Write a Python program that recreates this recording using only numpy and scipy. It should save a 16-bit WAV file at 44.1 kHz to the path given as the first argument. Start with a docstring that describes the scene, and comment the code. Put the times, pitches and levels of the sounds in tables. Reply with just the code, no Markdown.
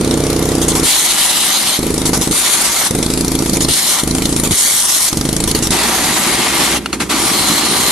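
"""A pneumatic piercing hammer pounds through the soil behind the wall of a wet pit, in five bursts of
about 27 blows a second. Each blow thuds through the ground and jolts a puff of air out of a crack;
between bursts the air streams freely. Late on, the hole opens to a rough gush, clogs with mud, spits
and blows clear with a whistle. Underneath, air rumbles in the bore and a compressor drones nearby."""
import sys
import numpy as np
from scipy import signal
from scipy.fft import rfft, irfft, next_fast_len
from scipy.io import wavfile
from scipy.ndimage import uniform_filter1d, map_coordinates

SR = 44100
rng = np.random.default_rng(int(sys.argv[2]) if len(sys.argv) > 2 else 0)


def to_wav(s):
    """Save 16-bit WAV."""
    ch = np.atleast_2d(s).T  # columns
    pcm = np.round(np.clip(ch, -1, 1) * 32767)  # PCM
    wavfile.write(sys.argv[1], SR, pcm.astype(np.int16))


N = 348831
TIME = np.arange(N) / SR
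FFT_SIZE = next_fast_len(N, True)
CHOKE_S = 0.014  # how fast mud chokes a gush


def undb(db):
    """Decibels to gain."""
    return 10 ** (np.asarray(db) / 20)


def unit(x):
    """Scale to rms 1."""
    return x / np.sqrt(np.mean(x ** 2))


def curves(table):
    """Automation lanes: each column of a timed table at every sample."""
    times, *columns = np.transpose(table)
    return [np.interp(TIME, times, column) for column in columns]


def gate(start, end, release, attack_s=0.012):
    """Envelope that opens quickly, holds and dies away."""
    return np.clip((TIME - start) / attack_s, 0, 1) * np.exp(-np.clip((TIME - end) / release, 0, 20))


def walk(rate):
    """Smooth random modulation at rms 1, with rate new values a second."""
    hold = max(2, int(SR / rate))
    steps = np.repeat(rng.standard_normal(N // hold + 1), hold)
    return unit(uniform_filter1d(uniform_filter1d(steps, hold), hold)[:N])


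def add(track, s, sound):
    """Mix a sound into a track from time s."""
    i = int(round(s * SR))
    a, b = max(i, 0), min(i + len(sound), N)
    if b > a:
        track[a:b] += sound[a - i:b - i]


def bins():
    """Frequency of each FFT bin."""
    return np.fft.rfftfreq(FFT_SIZE, 1 / SR)


def on_bins(points):
    """Join (Hz, value) points on a log axis, one value a bin."""
    hz, value = np.transpose(points)
    return np.interp(np.log(bins() + 1), np.log(hz), value)


def resonance(hz, width):
    """Gain of one resonant peak at each bin."""
    return 1 / np.sqrt(1 + (2 * (bins() - hz) / width) ** 2)


def colour(x, gain):
    """Static EQ with a gain for each bin."""
    return irfft(rfft(x, FFT_SIZE) * gain, FFT_SIZE)[..., :N]


def moving_eq(x, gain_at):
    """EQ that follows gain_at(Hz, s)."""
    hz, s, frames = signal.stft(x, SR, nperseg=256)
    gain = gain_at(*np.meshgrid(hz, s, indexing="ij"))
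    return signal.istft(frames * gain, SR)[1][..., :N]


# how alike the two ears are: (frequency [Hz], correlation [0-1])
EAR_LIKENESS = [(200, .96), (640, .86), (1400, .72), (3100, .58), (6800, .35), (11000, .05)]

def noise(gain):
    """Stereo turbulence with a mid rms of 1: centred in the bass, wide in the treble."""
    alike = np.clip(on_bins(EAR_LIKENESS), -.9, .999)
    mid = colour(rng.standard_normal(N), gain)
    side = colour(rng.standard_normal(N), gain * np.sqrt((1 - alike) / (1 + alike)))
    return np.array([mid + side, mid - side]) / np.std(mid)


def rush(spectrum):
    """Turbulence shaped by a (Hz, dB) curve."""
    return noise(undb(on_bins(spectrum)))


# compressor fader: (time [s], level [dB])
COMPRESSOR_LEVEL = [(0, -49), (1.2, -47.5), (2.6, -41.5), (4.8, -47.5), (5.9, -35.5), (7.0, -34.5),
                    (7.9, -42)]
# tone of its rumble: (frequency [Hz], level [dB])
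COMPRESSOR_EQ = [(25, -22), (45, -25), (59, 7), (72, -4), (100, -14), (200, -29), (600, -63)]

def compressor(hum_hz=58.5, hum_db=-6.5, rumble_db=-1):
    """A wavering engine note sits in its own low rumble."""
    pitch = hum_hz * (1 + 0.058 * walk(14))
    note = unit(np.sin(2 * np.pi * np.cumsum(pitch) / SR))
    hum = undb(hum_db + 2 * walk(3.8)) * note
    return undb(curves(COMPRESSOR_LEVEL)[0]) * (hum + undb(rumble_db) * rush(COMPRESSOR_EQ))


# tone of the air in the bore: (frequency [Hz], level [dB])
BORE_EQ = [(25, -37), (60, -40), (100, -7), (150, -4.5), (220, 1), (270, -1), (330, 1.5), (420, -5.5),
           (550, -17), (1200, -37)]

def bore(running_db=-34, fade_s=0.028, waver_db=1.0, throb_hz=61, throb_db=3):
    """Air throbs and rumbles behind the wall, louder while the piston runs and with every gush."""
    running = [undb(running_db) * gate(first, last, fade_s) for first, last, *_ in HAMMER_BURSTS]
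    gushing = [undb(db) * gate(start, end, fade_s) for start, end, *_, db in AIR_GUSHES]
    seeping = undb(curves(AIR_SEEP)[2])
    strength = np.sqrt(seeping ** 2 + sum(swell ** 2 for swell in running + gushing))
    throb_rate = throb_hz * (1 + 0.0852 * walk(12))
    throb = unit(undb(throb_db * np.sin(2 * np.pi * np.cumsum(throb_rate) / SR)))
    return strength * throb * undb(waver_db * walk(30)) * rush(BORE_EQ)


# early reflections off the pit walls and the water: (delay [s], level [dB])
PIT_ECHOES = [(.00021, -17.5), (.00092, -18.5), (.0019, -54), (.0033, -26), (.0051, -12.5), (.0094, -16.5)]

def pit(x, sway_s=.00007, sway_rate=2.5):
    """Short echoes comb the hiss; their paths shift as the listening point sways."""
    wet = x.copy()
    for delay, db in PIT_ECHOES:
        path = delay + sway_s * walk(sway_rate)
        for ear, sound in zip(wet, x):
            late = path + sway_s * walk(sway_rate) / 2
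            ear += undb(db) * map_coordinates(sound, [(TIME - late) * SR], order=1)
    return wet * np.std(x) / np.std(wet)


# bands cancelled by the jet's reflection off the wall: (centre [Hz], width [Hz], depth [0-1])
WALL_NOTCHES = [(1615, 84, 0.28), (2650, 218, 0.65), (4960, 260, 0.44), (7750, 260, 0.25)]
# how hollow the jet sounds: (time [s], notch amount [0-1])
HOLLOWNESS = [(0, 1), (2.2, 0.45), (2.65, 0.96), (3.1, 0.68), (4.4, .65), (4.75, 0.99), (5.1, 0.4),
              (5.9, 0.4), (7.1, 0.1), (7.5, 0.4)]

def hollow(x, drift=0.056, flicker=0.38):
    """The jet swings against the wall, so the cancelled bands drift and come and go."""
    shift = 1 + drift * walk(9.9)
    amount = curves(HOLLOWNESS)[0] * (1 + flicker * walk(14))

    def gain_at(hz, s):
        moved, deep = np.interp(s[0], TIME, shift), np.interp(s[0], TIME, amount)
        dips = [np.clip(depth * deep, 0, .92) * np.exp(-((hz - centre * moved) / width) ** 2)
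                for centre, width, depth in WALL_NOTCHES]
        return np.prod(1 - np.array(dips), axis=0)
    return moving_eq(x, gain_at)


def gurgle(x, depth_db, rate, width_hz):
    """Mud and water keep reshaping the gap, so narrow bands swell and sink on their own."""
    pattern = rng.standard_normal((64, 1024))

    def gain_at(hz, s):
        swell = map_coordinates(pattern, [hz / width_hz, s * rate], order=1, mode="wrap")
        return unit(undb(depth_db * swell))
    return moving_eq(x, gain_at)


# bed of seeping air, ducked as mud seals the hole: (time [s], hiss [dB], roar [dB], bore rumble [dB])
AIR_SEEP = [(0, -34, -28, -21), (.8, -28, -26.5, -39), (2.2, -30, -30, -34), (4.3, -28.5, -31, -37.5),
            (5.2, -29, -33, -35), (5.65, -32.5, -29, -28), (6.85, -45, -37, -26.5), (7.09, -38, -34.5, -26)]
# gushes from the wall: (start [s], end [s], hiss [dB], hiss ramp [dB/s], roar [dB], roar ramp [dB/s],
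# crack resonance [dB], bore rumble [dB])
AIR_GUSHES = [(0.827, 1.767, -13.5, -4, -25.5, 2.5, -14.5, -33.5),
              (2.308, 2.869, -14, -2.5, -24, 5, -19, -35.5),
              (3.678, 4.002, -13.5, -5.5, -29, 29, -19.5, -34.5),
              (4.509, 5.086, -11.5, -4.5, -38.5, 20, -21, -49),
              (5.707, 6.769, -19, -1.5, -18.5, 0, -22, -23), (6.923, 6.94, -29, 0, -23.5, 0, -31, -21.5),
              (6.995, 7.025, -20.5, 0, -18, 0, -35, -22), (7.089, 7.92, -20, 3, -19.7, -1.5, -18.5, -24)]

def airflow(overshoot_db=-2.1, overshoot_s=0.066):
    """Hiss, roar and crack envelopes: each gush opens fast over the seep and is choked by mud."""
    hiss, roar, _ = undb(curves(AIR_SEEP))
    crack = undb(-21) * hiss
    power = np.array([hiss, roar, crack]) ** 2
    for start, end, hiss_db, hiss_ramp, roar_db, roar_ramp, crack_db, _ in AIR_GUSHES:
        age = np.clip(TIME - start, 0, end - start)
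        opening = gate(start, end, CHOKE_S) ** 2
        onset_db = overshoot_db * np.exp(-age / overshoot_s)  # negative, so the hiss eases in
        levels = [hiss_db + hiss_ramp * age + onset_db, roar_db + roar_ramp * age, np.full(N, crack_db)]
        power = (1 - opening) * power + opening * undb(levels) ** 2
    return np.sqrt(power)


# faders for the hole's two tones: (time [s], whistle [dB], throat [dB])
WHISTLE_LEVELS = [(7.05, -55, -52), (7.11, -46, -27), (7.25, -38, -30), (7.4, -26, -29.5), (7.9, -25, -28)]

def whistle(sputter_db, edge_hz=4200, throat_hz=1150):
    """The jet whistles on the edge of the cleared hole and rings its throat."""
    edge_db, throat_db = curves(WHISTLE_LEVELS)
    throat = undb(throat_db + sputter_db) * noise(resonance(throat_hz, width=750) ** 3)
    edge = undb(edge_db + 2 * walk(30)) * noise(resonance(edge_hz, width=640) ** 2)
    return edge + throat


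# tone of the jet's hiss, its roar and the crack's resonance: (frequency [Hz], level [dB])
HISS_EQ = [(250, -23), (500, -12.5), (1000, -10), (1630, -9), (2100, -5.5), (2670, -8.5), (3600, -4),
           (7000, 0), (8000, -1.5), (9800, 1.5), (12000, -2.5)]
ROAR_EQ = [(120, -18), (550, -3.5), (760, 1.5), (1000, -0.5), (1300, -1), (1650, -3), (2150, -.5),
           (2800, -4), (5000, -7.5), (12000, -14)]
CRACK_EQ = [(1500, -34), (2700, 3), (3300, 2.5), (4100, 4.5), (4800, -2), (7000, -38)]

def air_jet(hiss_db=2.5, roar_db=1.5, crack_db=-5, flutter_db=1.2, spray_db=1.37, wander_db=2.0):
    """The jet hisses in the crack and roars as the hole widens; water makes it sputter."""
    hissing, roaring, ringing = airflow()
    sputter_db = flutter_db * walk(70)
    spray = undb(hiss_db + spray_db * walk(600))
    hiss = hissing * spray * gurgle(rush(HISS_EQ), depth_db=2.8, rate=20, width_hz=422.6)
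    roar = roaring * undb(roar_db + 1.5 * walk(120)) * rush(ROAR_EQ)
    crack = ringing * undb(crack_db + wander_db * walk(25)) * rush(CRACK_EQ)
    return undb(sputter_db) * (hiss + crack) + roar + whistle(sputter_db)


# mud plugs bursting: (time [s], level [dB], hole pitch [ratio], steel ring [dB])
MUD_SPITS = [(6.859, -10, 1.03, -36), (6.929, -9.5, 1.0, -18), (7.003, -13, .98, -24),
             (7.098, -21, .95, -42)]
# modes of the hole as a short pipe: (frequency [Hz], level [dB], t60 [s])
HOLE_MODES = [(1330, 1.5, .018), (2750, -.5, .026), (4250, -4, .02), (5900, -14, .014), (10200, -11, .014)]

def spits(crack_db=-6, crack_decay_s=0.0063, rattle=0.036):
    """A mud plug bursts with a short crack and the hole clanks roughly, like a struck pipe."""
    ring, burst = np.zeros((2, N))
    t = np.arange(SR // 8) / SR
    for s, db, pitch, _ in MUD_SPITS:
        onset = undb(db) * (1 - np.exp(-t / 0.00038))
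        for hz, mode_db, t60 in HOLE_MODES:
            phase = 2 * np.pi * hz * pitch * t + rattle * np.cumsum(rng.standard_normal(len(t)))
            add(ring, s, onset * undb(mode_db - 60 * t / t60) * np.sin(phase))
        add(burst, s, onset * undb(crack_db) * np.exp(-t / crack_decay_s))
    return ring * undb(1.3 * walk(400)) + burst * rush(ROAR_EQ)


# modes of the hammer's steel nose: (frequency [Hz], level [dB])
NOSE_MODES = [(4300, -3), (6760, -3), (7400, -9), (10300, -8)]

def steel_nose(strikes, ring_db=-17, t60=0.1):
    """The nose rings faintly through the crack each time a blow or a spit jolts it."""
    ring = np.zeros((2, N))
    t = np.arange(SR // 6) / SR
    jolts = [(s, db + ring_db) for s, *_, db, _ in strikes] + [(s, db) for s, *_, db in MUD_SPITS]
    for s, db in jolts:
        for hz, mode_db in NOSE_MODES:
            detune, louder, *phases = rng.standard_normal(4)
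            fade = undb(db + mode_db + 3 * louder - 60 * t / t60)
            for ear, phase in zip(ring, phases):
                add(ear, s, fade * np.sin(2 * np.pi * hz * (1 + 0.0041 * detune) * t + phase))
    return ring


# tone of a puff of air: (frequency [Hz], level [dB])
PUFF_EQ = [(150, -5), (900, -2), (1700, -6.5), (2700, -2.5), (4000, 0), (5500, 0), (8000, 0), (10000, 1),
           (12000, -4)]

def puffs(strikes, puff_trim_db=2, leak_trim_db=-0.3, leak_decay_s=0.037, longest_leak_s=0.074):
    """Each blow jolts the crack open: a sharp puff, then a leak that dwindles as the mud closes."""
    puff, leak = np.zeros((2, N))
    t = np.arange(SR // 10) / SR
    snap = (1 - np.exp(-(t / .0011) ** 2)) * np.exp(-np.maximum(t - .0033, 0) / .0027)
    tail = (1 - np.exp(-t / 0.00053)) * np.exp(-np.maximum(t - .014, 0) / leak_decay_s)
    for s, gap, _, _, puff_db, leak_db in strikes:
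        add(puff, s - .0014, undb(puff_db + puff_trim_db) * snap)
        add(leak, s, undb(leak_db + leak_trim_db) * tail * (t < min(gap, longest_leak_s)))
    # a gush takes over from the leak
    duck = 1 - np.max([gate(start, end, CHOKE_S) for start, end, *_ in AIR_GUSHES], axis=0)
    envelope = np.hypot(puff, leak * duck) * undb(walk(700))
    return envelope * gurgle(rush(PUFF_EQ), depth_db=4.5, rate=35, width_hz=480)


# cue list of the hammering: (first blow [s], last blow [s], blows [count], start-up drag [s],
# stall [s], limp [s], echoes [dB], soil looseness [0-1], puff [dB], leak [dB], crack gives way [s],
# open vent [dB])
HAMMER_BURSTS = [(.0109, .8314, 26, .0016, .0171, .0024, 2.5, .15, -16, -30, .59, -13),
                 (1.791, 2.2125, 12, .0013, .008, .0012, 1, .7, -16, -26, 2.01, -12),
                 (2.2741, 2.3108, 2, 0, 0, .0012, 0, .7, -14.5, -24, 2.29, -15),
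                 (2.9091, 3.6855, 22, .0048, .009, .002, 0, 1, -13.3, -25, 3.49, -13),
                 (4.0353, 4.51, 14, .0044, .0071, .0023, -.5, .9, -12.6, -25.5, 4.37, -13.5),
                 (5.1287, 5.7064, 16, .0083, .0127, .0012, -1.5, 1, -12.3, -24.5, 5.44, -14.7)]

def piston(run_up_blows=5.16, stall_blows=2.66, give_way_s=0.037, tight_db=-9):
    """Limping long and short strokes speed up; late in a burst the short ones vent air and stall."""
    strikes = []
    for first, last, count, drag, stall, limp, echo_db, loose, puff, leak, opens, vent in HAMMER_BURSTS:
        k = np.arange(round(count))
        short = k % 2
        stalling = short * stall * np.exp((k - k[-1] + 2) / stall_blows)
        uneven = drag * np.exp(-k / run_up_blows) + (1 - 2 * short) * limp + stalling
        period = (last - first - uneven[:-1].sum()) / k[-1]
        gaps = period + uneven
        times = first + np.cumsum(gaps) - gaps
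        gaps[-1] = np.inf
        venting = short * (1 + np.tanh((times - opens) / give_way_s)) / 2
        puff_scatter, leak_scatter = rng.standard_normal((len(k), 2)).T
        puff_db = puff + 1.2 * puff_scatter
        closed_db = leak + (1 - short) * tight_db + 1.5 * leak_scatter  # long strokes leak less
        leak_db = (1 - venting) * closed_db + venting * vent
        strikes += [(s, gap, echo_db, loose, *air) for s, gap, *air in zip(times, gaps, puff_db, leak_db)]
    return strikes


def knock(s, gain, width):
    """Start time and shape of one pressure swing centred on s: soil is pushed and springs back."""
    u = np.arange(-SR // 100, SR // 100) / SR / width
    return s - len(u) / 2 / SR, gain * u * np.exp((1 - u ** 2) / 2)


# tone of a thud through the soil: (frequency [Hz], level [dB])
SOIL_EQ = [(40, -29), (140, -1), (300, -11), (450, 2.5), (650, -7), (1100, -16.5), (1600, -25), (3000, -58)]

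def soil_tail(strokes, level_db=-29, attack_s=0.0028, decay_s=0.076):
    """Every blow takes the same paths through the soil, which makes the pounding buzz."""
    t = np.arange(SR // 10) / SR
    paths = rush(SOIL_EQ)[:, :len(t)] * (1 - np.exp(-t / attack_s)) * np.exp(-t / decay_s)
    return undb(level_db) * signal.fftconvolve(strokes[None], paths, axes=1)[:, :N]


# modes of the hammer body and the soil: (frequency [Hz], level [dB], t60 [s])
GROUND_MODES = [(58.3, -19, 0.085), (139.5, -29.5, 0.45), (178.4, -16, 0.11), (264, -21, 0.21),
                (308, -9.5, 0.07), (326, -21.5, 0.18), (414.7, -11.5, .19), (480.8, -5, 0.15)]

def ground_ring(knocks, level_db=-33):
    """The knocks set the hammer body and the soil ringing low."""
    t = np.arange(SR // 4) / SR
    ring = sum(undb(db - 60 * t / t60) * np.cos(2 * np.pi * hz * t) for hz, db, t60 in GROUND_MODES)
    return undb(level_db) * signal.fftconvolve(knocks, ring)[:N]


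# echoes through the ground and across the pit: (delay [s], relative level [dB], base width [s])
BLOW_ECHOES = [(.00409, -7, 0.00032), (0.0106, -7.5, 0.00073), (0.0125, -5, 0.00069), (0.0166, -3, 0.00068),
               (0.0242, -8.5, 0.0021), (0.0287, -4.5, 0.00077)]
# tone of crumbling soil: (frequency [Hz], level [dB])
CRUMBLE_EQ = [(30, -12), (60, 1), (150, -1), (230, 1.5), (340, 0.5), (480, -5), (700, -16), (1500, -30),
              (3000, -55)]

def hammer(strikes, blow_db=-10, blow_width_s=0.00076, heave_db=-35, heave_s=.0028,
           scatter_db=3, jitter_s=0.00027, crumble_db=-22, crumble_s=0.021, last_echo_db=-6):
    """Each blow thumps the ground and echoes; loose soil makes the thumps uneven and crumbles."""
    knocks, echoes, heave, strokes, shaken = np.zeros((5, N))
    t = np.arange(SR // 10) / SR
    for s, gap, echo_db, loose, _, _ in strikes:
        if np.isinf(gap):  # the last thump of a burst dies away sooner
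            echo_db += last_echo_db
        *echo_scatter, (force, crumbling) = rng.standard_normal((len(BLOW_ECHOES) + 1, 2))
        # the soil gets wetter as the hammer advances, so the knocks grow longer and duller
        soft = 0.88 + 0.057 * s
        gain = undb(blow_db + loose * force / 2) / soft
        add(knocks, *knock(s, -gain, blow_width_s * soft))
        for (delay, db, width), (late, louder) in zip(BLOW_ECHOES, echo_scatter):
            arrival = s + delay + loose * jitter_s * late
            echo_gain = gain * undb(echo_db + db + loose * scatter_db * louder)
            add(echoes, *knock(arrival, echo_gain, width * soft))
        # the whole wall bulges slowly with each blow
        add(heave, s - 3 * heave_s, np.exp(-(t / heave_s - 3) ** 2))
        add(strokes, s, undb([echo_db]))
        add(shaken, s, loose * undb(crumble_db + scatter_db * crumbling) * np.exp(-t / crumble_s))
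    wall = undb(heave_db) * signal.sosfilt(signal.butter(2, 24, "high", fs=SR, output="sos"), heave)
    return knocks + echoes + wall + ground_ring(knocks) + soil_tail(strokes) + shaken * rush(CRUMBLE_EQ)


# pan by frequency: (frequency [Hz], left minus right [dB])
STEREO_BALANCE = [(300, -1.56), (700, -4), (1300, 1.5), (2400, -1), (4400, 0.5), (6500, -4), (8500, 2),
                  (11500, 11.5)]

def scene():
    """The full mix; the left ear is a little further off but faces the jet's treble."""
    strikes = piston()
    pounding = hammer(strikes) + steel_nose(strikes)
    escaping_air = hollow(pit(puffs(strikes) + air_jet()))
    mix = pounding + escaping_air + bore() + spits() + compressor()
    pan = undb(np.outer([1, -1], on_bins(STEREO_BALANCE)) / 2)
    pan /= np.sqrt(np.mean(pan ** 2, axis=0))
    left_lag = np.exp(-2j * np.pi * np.outer([1, 0], np.minimum(bins(), 3000)) / SR)
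    return colour(mix, left_lag * pan)


def record(dry, ceiling=.92, top_hz=12150):
    """Master chain: a soft clip rounds the highest peaks and a steep low-pass cuts the top."""
    rounded = dry / (1 + (dry / ceiling) ** 6) ** (1 / 6)
    return signal.sosfilt(signal.ellip(10, .2, 70, top_hz, fs=SR, output="sos"), rounded)


dry = scene()
out = record(dry)
to_wav(out)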